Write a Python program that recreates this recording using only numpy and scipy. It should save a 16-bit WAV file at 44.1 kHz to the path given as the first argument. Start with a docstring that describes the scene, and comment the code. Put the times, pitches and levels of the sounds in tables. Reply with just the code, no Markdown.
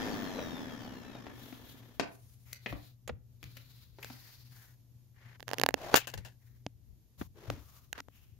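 """An upright vacuum cleaner, just switched off, spins down: turbulent fan noise and rotor harmonics fall together.
Someone walks round it: clothes rub as swelling noise, and knocks ring damped modes in a basement room.
A phone is then pulled from a spring clamp, whose slips, snaps and scuffs are impulses and scrapes on its modes.
A wavering mains hum, low rumble and soft room noise stay underneath."""
import sys
import numpy as np
from scipy import signal
from scipy.fft import rfft, irfft, next_fast_len
from scipy.io import wavfile

SR = 44100
rng = np.random.default_rng(int(sys.argv[2]) if len(sys.argv) > 2 else 0)


def generate_wav(sig):
    """Save sig (samples, or channels by samples) to the path in sys.argv[1] as 16-bit PCM at SR."""
    pcm = np.round(np.clip(np.atleast_2d(sig).T, -1, 1) * 32767).astype(np.int16)
    wavfile.write(sys.argv[1], SR, pcm)


def voltage_ratio(decibels):
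    """Convert decibels (scalar or array-like) to amplitude ratios, 20 dB per decade."""
    exponent = np.asarray(decibels, float) / 20
    return 10 ** exponent


N = 369991

# Modes of things in the room. Each row: frequency in Hz, level in dB before tilt, decay time t60 in seconds.
ROOM_MODES = [(250, -5, 0.051), (520, 9.5, 0.0058), (1150, 0, 0.0011), (2190, -2.5, 0.004),
              (4710, -24, 0.002), (9220, -25, 0.00024)]
# Modes of the phone and its stand. Each row: frequency in Hz, level in dB before tilt, decay time t60 in seconds.
PHONE_MODES = [(125.6, -2, 0.014), (273, 6.5, 0.057), (478.4, 22, 0.0074), (780, 15, 0.0087),
               (1633, 13, 0.0069), (2700, 4, 0.0071), (4000, 1, 0.00073), (7200, -6, 0.001),
               (13860, -20, 0.0006)]
KNOCK_T60_S = 0.047  # decay of the scrape in knocks and bumps
LIFT_S, LIFT_TAKES_S = 6.8, 0.17  # the phone is lifted off its stand


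def rms_one(x):
    """Normalise by the root mean square, so that mean power is 1."""
    return x / np.sqrt(np.mean(x ** 2) + 1e-20)


def at_hz(points, hz):
    """Interpolate a spectrum on a logarithmic frequency axis, where octaves are equally spaced."""
    points = np.array(points)
    return np.interp(np.log(hz), np.log(points[:, 0]), points[:, 1])


def sides(pan_db):
    """Pan by level difference (dB, positive to the left): left and right gains whose mean is 1."""
    left = 2 / (1 + voltage_ratio(-np.asarray(pan_db)))
    return np.array([left, 2 - left])


def smooth_rise(at_s, takes_s):
    """Pass from 0 to 1 along a hyperbolic tangent centred on at_s."""
    return (1 + np.tanh((np.arange(N) / SR - at_s) / takes_s)) / 2


def drift(rate_hz):
    """Low-pass noise: two equal poles at rate_hz give a slow random wander of rms 1."""
    pole = np.exp(-80 * np.pi * rate_hz / SR)  # one point every 40 samples
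    white = rng.standard_normal(N // 40 + 2002)
    slow = signal.lfilter([1], [1, -2 * pole, pole * pole], white)[2000:]
    return np.interp(np.arange(N) / 40, np.arange(len(slow)), rms_one(slow))


def coloured(spectrum, flicker_db, rate_hz, size=N):
    """Spectral shaping of partly coherent stereo noise, flickering in level about rms 1."""
    # Left-right coherence. Each row: frequency in Hz, left-right correlation (0 to 1).
    likeness = [(60, 0.091), (380, 1), (2380, 0.062), (15000, 0.031)]
    hz = np.maximum(np.fft.rfftfreq(size, 1 / SR), 5)
    mid, side = rfft(rng.standard_normal((2, size)))
    alike = np.clip(at_hz(likeness, hz), 0, 1)
    pair = np.sqrt(1 + alike) * mid + np.sqrt(1 - alike) * side * [[1], [-1]]
    noise = irfft(pair * voltage_ratio(at_hz(spectrum, hz)), size)
    return rms_one(noise * voltage_ratio(flicker_db * drift(rate_hz)[:size]))


def rundown():
    """Deceleration under drag proportional to speed plus constant brush friction: pitch (Hz), airflow level (dB)."""
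    start_hz, drag_s, friction_hz = 2440, 2.43, 700  # commutator pitch, drag time constant, friction as a pitch
    air_db, air_power = -38.5, 2.37  # airflow level at the start; its amplitude goes as this power of the speed
    decay = np.exp(-np.arange(N) / SR / drag_s)
    pitch_hz = np.maximum((start_hz + friction_hz) * decay - friction_hz, 1)
    return pitch_hz, air_db + air_power * 20 * np.log10(pitch_hz / start_hz)


def blows(contacts, modes, unlike, top_hz):
    """Modal excitation: a click and a dying, grainy scrape ring damped modes; a brighter tilt keeps more treble."""
    # contacts: start (s), peak (dB), left-right (dB), tilt (dB per octave), scrape t60 (s), perhaps own pitch (Hz)
    out, t = np.zeros((2, N + 8192)), np.arange(8192) / SR
    for start, peak_db, pan_db, tilt_db, t60, *own_hz in contacts:
        grains = voltage_ratio(2.5 * rng.exponential(1, len(t) // 32)).repeat(32)
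        scrape = rng.standard_normal((3, len(t))) * grains * voltage_ratio(-60 * t / t60)
        push = scrape[0] + unlike * scrape[1:]  # a shared part and one for each side
        push[:, 0] += 8.0  # the click
        loudest_db = max(db + tilt_db * np.log2(hz / 1000) for hz, db, _ in modes)
        rings = list(modes)
        for hz in own_hz:  # a struck thing adds its own pitch, clearer when the tilt is dull
            rings.append((hz, loudest_db - 0.7 * tilt_db - tilt_db * np.log2(hz / 1000), 18 / hz))
        sound = 0
        for hz, db, ring_s in rings:
            radius, angle = voltage_ratio(-60 / (ring_s * SR)), 2 * np.pi * hz / SR
            rung = signal.lfilter([1, 0, -1], [1, -2 * radius * np.cos(angle), radius * radius], push + 1e-18)
            luck_db = rng.normal(0, 2)
            sound = sound + voltage_ratio(db + luck_db + tilt_db * np.log2(hz / 1000)) * rms_one(rung)
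        # the cut moves an octave for 6 dB per octave of tilt
        cut_hz = np.clip(top_hz * 2 ** (tilt_db / 6), 700, 20000)
        sound = signal.lfilter(*signal.butter(2, cut_hz, fs=SR), sound)
        sound = sound / np.abs(sound.mean(axis=0)).max()
        i = round(start * SR)
        out[:, i:i + len(t)] += voltage_ratio(peak_db) * sides([pan_db]) * sound
    return out[:, :N]


def rustle(rubs, treble_db, rate_hz):
    """Stroke-shaped noise: each rub is noise round a broad resonance with a treble hiss, swelling and fading."""
    out = np.zeros((2, N))
    for start, end, db, hz, swell in rubs:
        i, size = round(start * SR), round((end - start) * SR)
        colour = [(hz / 6, -14), (hz / 1.3, -7), (hz, 0), (hz * 1.5, -11), (16000, treble_db)]
        turning = np.clip(swell, 0.05, 0.95)  # share of the stroke before its loudest point
        phase = np.interp(np.arange(size) / size, [0, turning, 1], [0, 0.5, 1])
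        stroke = np.sin(np.pi * phase) ** 0.9
        out[:, i:i + size] += voltage_ratio(db) * stroke * coloured(colour, 2.5, rate_hz, size)
    return out


def room(x):
    """Reverberation by recirculation: sixteen feedback delays a side, duller on every round."""
    t60_s, wall_cut_hz = 0.35, 5000  # decay at low frequencies, treble loss per round
    size = next_fast_len(N + SR)
    delay = np.exp(-2j * np.pi * np.fft.rfftfreq(size))  # one sample
    dull = np.exp(-2 * np.pi * wall_cut_hz / SR)
    low_pass = (1 - dull) / (1 - dull * delay)
    echo = np.zeros((2, len(delay)), complex)
    lags = (rng.uniform(0.012, 0.045, 32) * SR).astype(int)
    for k, lag in enumerate(lags):
        loop = voltage_ratio(-60 * lag / SR / t60_s) * low_pass * delay ** lag
        echo[k % 2] += loop / (1 - loop) * (-1) ** (k // 2)
    return irfft(rfft(x.mean(axis=0), size) * echo, size)[:, :N]


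def room_tone():
    """Stationary broadband noise of the room, sinking a little as the phone is lifted."""
    # Noise spectrum. Each row: frequency in Hz, relative density in dB per Hz.
    spectrum = [(150, -14), (222, -16), (414, -27), (1390, -39.5), (14000, -33), (16000, -53.5)]
    level_db = -72.8 - 1.8 * smooth_rise(LIFT_S, LIFT_TAKES_S)
    return voltage_ratio(level_db) * coloured(spectrum, flicker_db=1.5, rate_hz=3)


def mains_hum():
    """A periodic source with one overtone at the octave, wavering in phase and level; it sinks at the lift."""
    turns = 2 * np.pi * 120.5 * np.arange(N) / SR + 0.6 * drift(5)
    level_db = -60 - 9.5 * smooth_rise(LIFT_S, LIFT_TAKES_S) + 3.6 * drift(10)
    return voltage_ratio(level_db) * (np.sin(turns) + voltage_ratio(-21.5) * np.sin(2 * turns)) * sides([5.0])


def rumble():
    """Structure-borne low noise: a steady part, motor shake following the airflow, and a swell at each thump."""
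    # Rumble spectrum. Each row: frequency in Hz, relative density in dB per Hz.
    spectrum = [(20, -35.5), (57, -4.5), (110, -4), (190, -22), (500, -39.5), (900, -100)]
    # Heavy footfalls and shifts of grip. Each row: start in seconds, level of the swell in dB.
    thumps = [(2.704, -43), (3.427, -51.5), (6.136, -43.5), (6.87, -60.5), (3.087, -51), (7.177, -48),
              (7.479, -45.5)]
    t = np.arange(N) / SR
    motor_db = rundown()[1] - 23
    level = voltage_ratio(-64.5) + voltage_ratio(motor_db)
    for start, db in thumps:
        age = np.clip(t - start, 0, 2) / 0.025  # loudest after 25 ms
        level = level + voltage_ratio(db) * age * np.exp(1 - age)
    return level * sides([7.0]) * coloured(spectrum, flicker_db=2.5, rate_hz=3)


def room_knocks():
    """Impact on resonant bodies: steps and knocks ring the room's things, each with a pitch of its own."""
    # Each row: start in seconds, peak in dB, tilt in dB per octave, own pitch in Hz.
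    knocks = [(0.387, -32, -10.5, 615), (1.152, -38.5, -2.5, 685), (1.267, -36.5, -4.5, 305),
              (1.526, -42.5, -6, 257), (1.997, -20, 0.5, 277), (2.5289, -27, 14, 6000),
              (2.661, -27, -7, 1880), (2.726, -34.5, -7.5, 278), (3.429, -38.5, 8.5, 322),
              (3.569, -36, 9.5, 256), (3.986, -44, -2.5, 389), (4.028, -36, 9.5, 2450),
              (4.101, -39.5, -4.5, 250)]
    contacts = [(s, db, 5.5, tilt_db, KNOCK_T60_S, hz) for s, db, tilt_db, hz in knocks]
    return blows(contacts, ROOM_MODES, unlike=0.83, top_hz=8380)


def stand_bumps():
    """Impact close by, with little reverberation: a foot catches the phone's stand."""
    # Each row: start in seconds, peak in dB, tilt in dB per octave, own pitch in Hz.
    bumps = [(3.077, -30, 3.5, 6860), (3.093, -30.5, -10, 490)]
    contacts = [(s, db, -1.5, tilt_db, KNOCK_T60_S, hz) for s, db, tilt_db, hz in bumps]
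    return blows(contacts, ROOM_MODES, unlike=1.0, top_hz=13000)


def clothes():
    """Friction of cloth: bright, hissy rubs with the strides."""
    # Each row: start in seconds, end in seconds, level in dB, resonance in Hz.
    rubs = [(1.284, 2.061, -59.5, 3420), (2.041, 2.54, -66.5, 9600), (2.451, 2.604, -63, 2180),
            (2.595, 2.961, -60.5, 4000), (3.397, 4.024, -63, 4000), (3.952, 4.618, -59, 4570),
            (3.979, 4.443, -61, 1900), (4.506, 4.764, -59.5, 1660), (6.391, 6.635, -72.5, 1848),
            (7.175, 7.28, -57.5, 990), (7.577, 7.911, -62, 1190), (8.082, 8.387, -69, 2700)]
    return rustle([(*rub, 0.23) for rub in rubs], treble_db=-7.5, rate_hz=19.5)


def drags_and_snap_tail():
    """Dull noise with a weak treble: sliding friction of fingers and clamp on the phone, and a snap's dying tail."""
    # Each row: start in seconds, end in seconds, level in dB, resonance in Hz, share of the time spent
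    # swelling (held within 0.05 to 0.95). The rows at 5.95 and 6.06 are the dying tail of the snap.
    drags = [(5.14, 5.375, -62.5, 1840, 0.81), (5.47, 5.76, -58, 730, 0.045), (5.75, 5.97, -43.5, 666, 1),
             (5.95, 6.068, -47, 2700, 0.1), (6.06, 6.346, -68.5, 2060, 0.1), (7.34, 7.5, -55.5, 386, 0.82),
             (7.49, 7.64, -53, 280, 0.12), (7.938, 8.008, -50.5, 1500, 1)]
    return rustle(drags, treble_db=-32.5, rate_hz=72)


def phone_touches():
    """Structure-borne impact: bumps, snaps and scuffs ring the modes of the phone and its stand."""
    # Each row: start in seconds, peak in dB, left-right difference in dB, tilt in dB per octave,
    # scrape decay t60 in seconds.
    touches = [(4.046, -28, 3, 7, 0.007), (5.6395, -22, -1, -13, 0.0034), (5.942, -5, -0.5, -4.5, 0.019),
               (5.955, -13, -6, 3, 0.017), (5.959, -14, 24, 11.5, 0.097), (5.970, -12.5, 14, 7, 0.02),
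               (5.978, -22.5, 24, 4.5, 0.026), (6.072, -29, 8, 6.5, 0.099), (6.138, -30.5, 6, 5, 0.058),
               (6.176, -39.5, 2, 4.5, 0.086), (6.249, -42.5, 5.5, 5, 0.17), (6.665, -22, -6, -17, 0.0041),
               (7.213, -31.5, 5.5, -25, 0.036), (7.501, -24.5, 1.5, -6.5, 0.014),
               (7.929, -25, -6, 6.5, 0.0077), (7.979, -38.5, -6, 0.5, 0.042),
               (8.004, -26, -4, -5.5, 0.0023), (8.085, -40, 18, -13, 0.0025)]
    return blows(touches, PHONE_MODES, unlike=1.7, top_hz=59300)


def clamp_slips():
    """Stick-slip: the clamp slips along the phone tick by tick, louder ticks a little duller."""
    # Each row: start in seconds, peak in dB.
    slips = [(5.398, -41), (5.405, -32), (5.428, -32), (5.481, -22.5), (5.491, -27), (5.504, -41),
             (5.514, -24), (5.534, -15.5), (5.541, -31), (5.543, -34), (5.584, -18.5), (5.598, -16),
             (5.615, -12), (5.636, -9), (5.663, -8.5), (5.689, -10.5), (5.708, -34.5), (5.742, -9.5)]
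    contacts = []
    for start, peak_db in slips:
        tilt_db = 2 - 0.043 * (peak_db + 16.5)  # dB per octave
        contacts.append((start, peak_db, -14.5, tilt_db, 0.004))
    return blows(contacts, PHONE_MODES, unlike=0.87, top_hz=30000)


def vacuum():
    """Turbulence and rotor tones: fan air through housing resonances, harmonics gliding down with the speed."""
    # Fan air spectrum. Each row: frequency in Hz, relative density in dB per Hz.
    airflow = [(35, -12), (60, -29.5), (250, 0), (330, -8), (666, -13), (1380, -17.5), (16000, -41.5)]
    # Housing resonances. Each row: frequency in Hz, width in Hz (15 at least), mean level in dB against the air.
    housing = [(256, 13, -2.5), (1741, 98, -11.5), (3254, 220, -17), (5200, 450, -20.5)]
    # Strength of a harmonic. Each row: its pitch in Hz, level in dB against the airflow before the order loss.
    radiation = [(450, -22), (650, -14), (800, -19), (2400, -17), (3300, -16.5), (4800, -21), (6000, -23),
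                 (8500, -38), (14000, -24), (15500, -11)]
    bars, blades = 22, 7  # commutator bars and fan blades on the shaft
    size = round(2.1 * SR)
    pitch_hz, air_db = (curve[:size] for curve in rundown())

    air = coloured(airflow, flicker_db=0.93, rate_hz=20, size=size)
    white = rng.standard_normal((2, size))
    for hz, width_hz, db in housing:
        ringing = signal.lfilter(*signal.iirpeak(hz, hz / max(width_hz, 15), SR), white)
        air = air + voltage_ratio(db + 2 * drift(20)[:size]) * rms_one(ringing)
    turns = 2 * np.pi * np.cumsum(pitch_hz * (1 + 0.003 * drift(26)[:size])) / SR
    air = air * (1 + 0.4 * np.sin(turns / bars))  # the unbalanced rotor throbs once a turn

    whine = 0
    for order in [blades / bars, 2, 3, *range(5, 12)]:  # fan blades, then commutator
        hz = order * pitch_hz
        in_band = np.clip((16000 - hz) / 300, 0, 1)  # faded out towards 16 kHz, the upper limit of the output
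        loss_db = 2 * max(order - 2, 0)
        level_db = at_hz(radiation, hz) - loss_db + 4.5 * drift(12)[:size]
        whine = whine + in_band * voltage_ratio(level_db) * np.sin(order * turns + rng.uniform(0, 1, (2, 1)))
    whine = whine * (1 - smooth_rise(1.35, 0.21))[:size]  # the whine dies before the air

    fade = np.minimum(1, (size - np.arange(size)) / (0.2 * SR))
    machine = (rms_one(air) + whine) * voltage_ratio(air_db) * fade
    return np.pad(machine, ((0, 0), (0, N - size)))


def scene():
    """Superposition of direct and reverberant sound: room knocks are wet, contacts on the phone nearly dry."""
    knocks = room_knocks()
    bumps = stand_bumps()
    phone = clamp_slips() + phone_touches()
    around = (vacuum() + clothes() + drags_and_snap_tail()) * sides([3.0])
    reverberant = room(voltage_ratio(-12.5) * knocks + voltage_ratio(-29.5) * bumps + voltage_ratio(-44.5) * phone)
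    return around + mains_hum() + rumble() + room_tone() + knocks + phone + bumps + reverberant


def band_limit(x):
    """A steep low-pass at the top of the band."""
    return signal.sosfilt(signal.butter(12, 17000, fs=SR, output="sos"), x)


def record(dry):
    """Linear filtering, with a dip, a treble resonance and a band limit, then saturation that rounds the peaks."""
    # Overall response: the microphone port's dip and treble resonance, and a band limit above 15.7 kHz that
    # is not the microphone's. Each row: frequency in Hz, gain in dB.
    response = [(7000, 2.5), (7800, -6.5), (10000, -2.5), (13000, 4.5), (15700, 1.5), (16100, -35.5)]
    hz = np.maximum(np.fft.rfftfreq(N, 1 / SR), 5)
    filtered = irfft(rfft(dry) * voltage_ratio(at_hz(response, hz)), N)
    return band_limit(np.tanh(filtered))


dry = scene()
out = record(dry)
generate_wav(out)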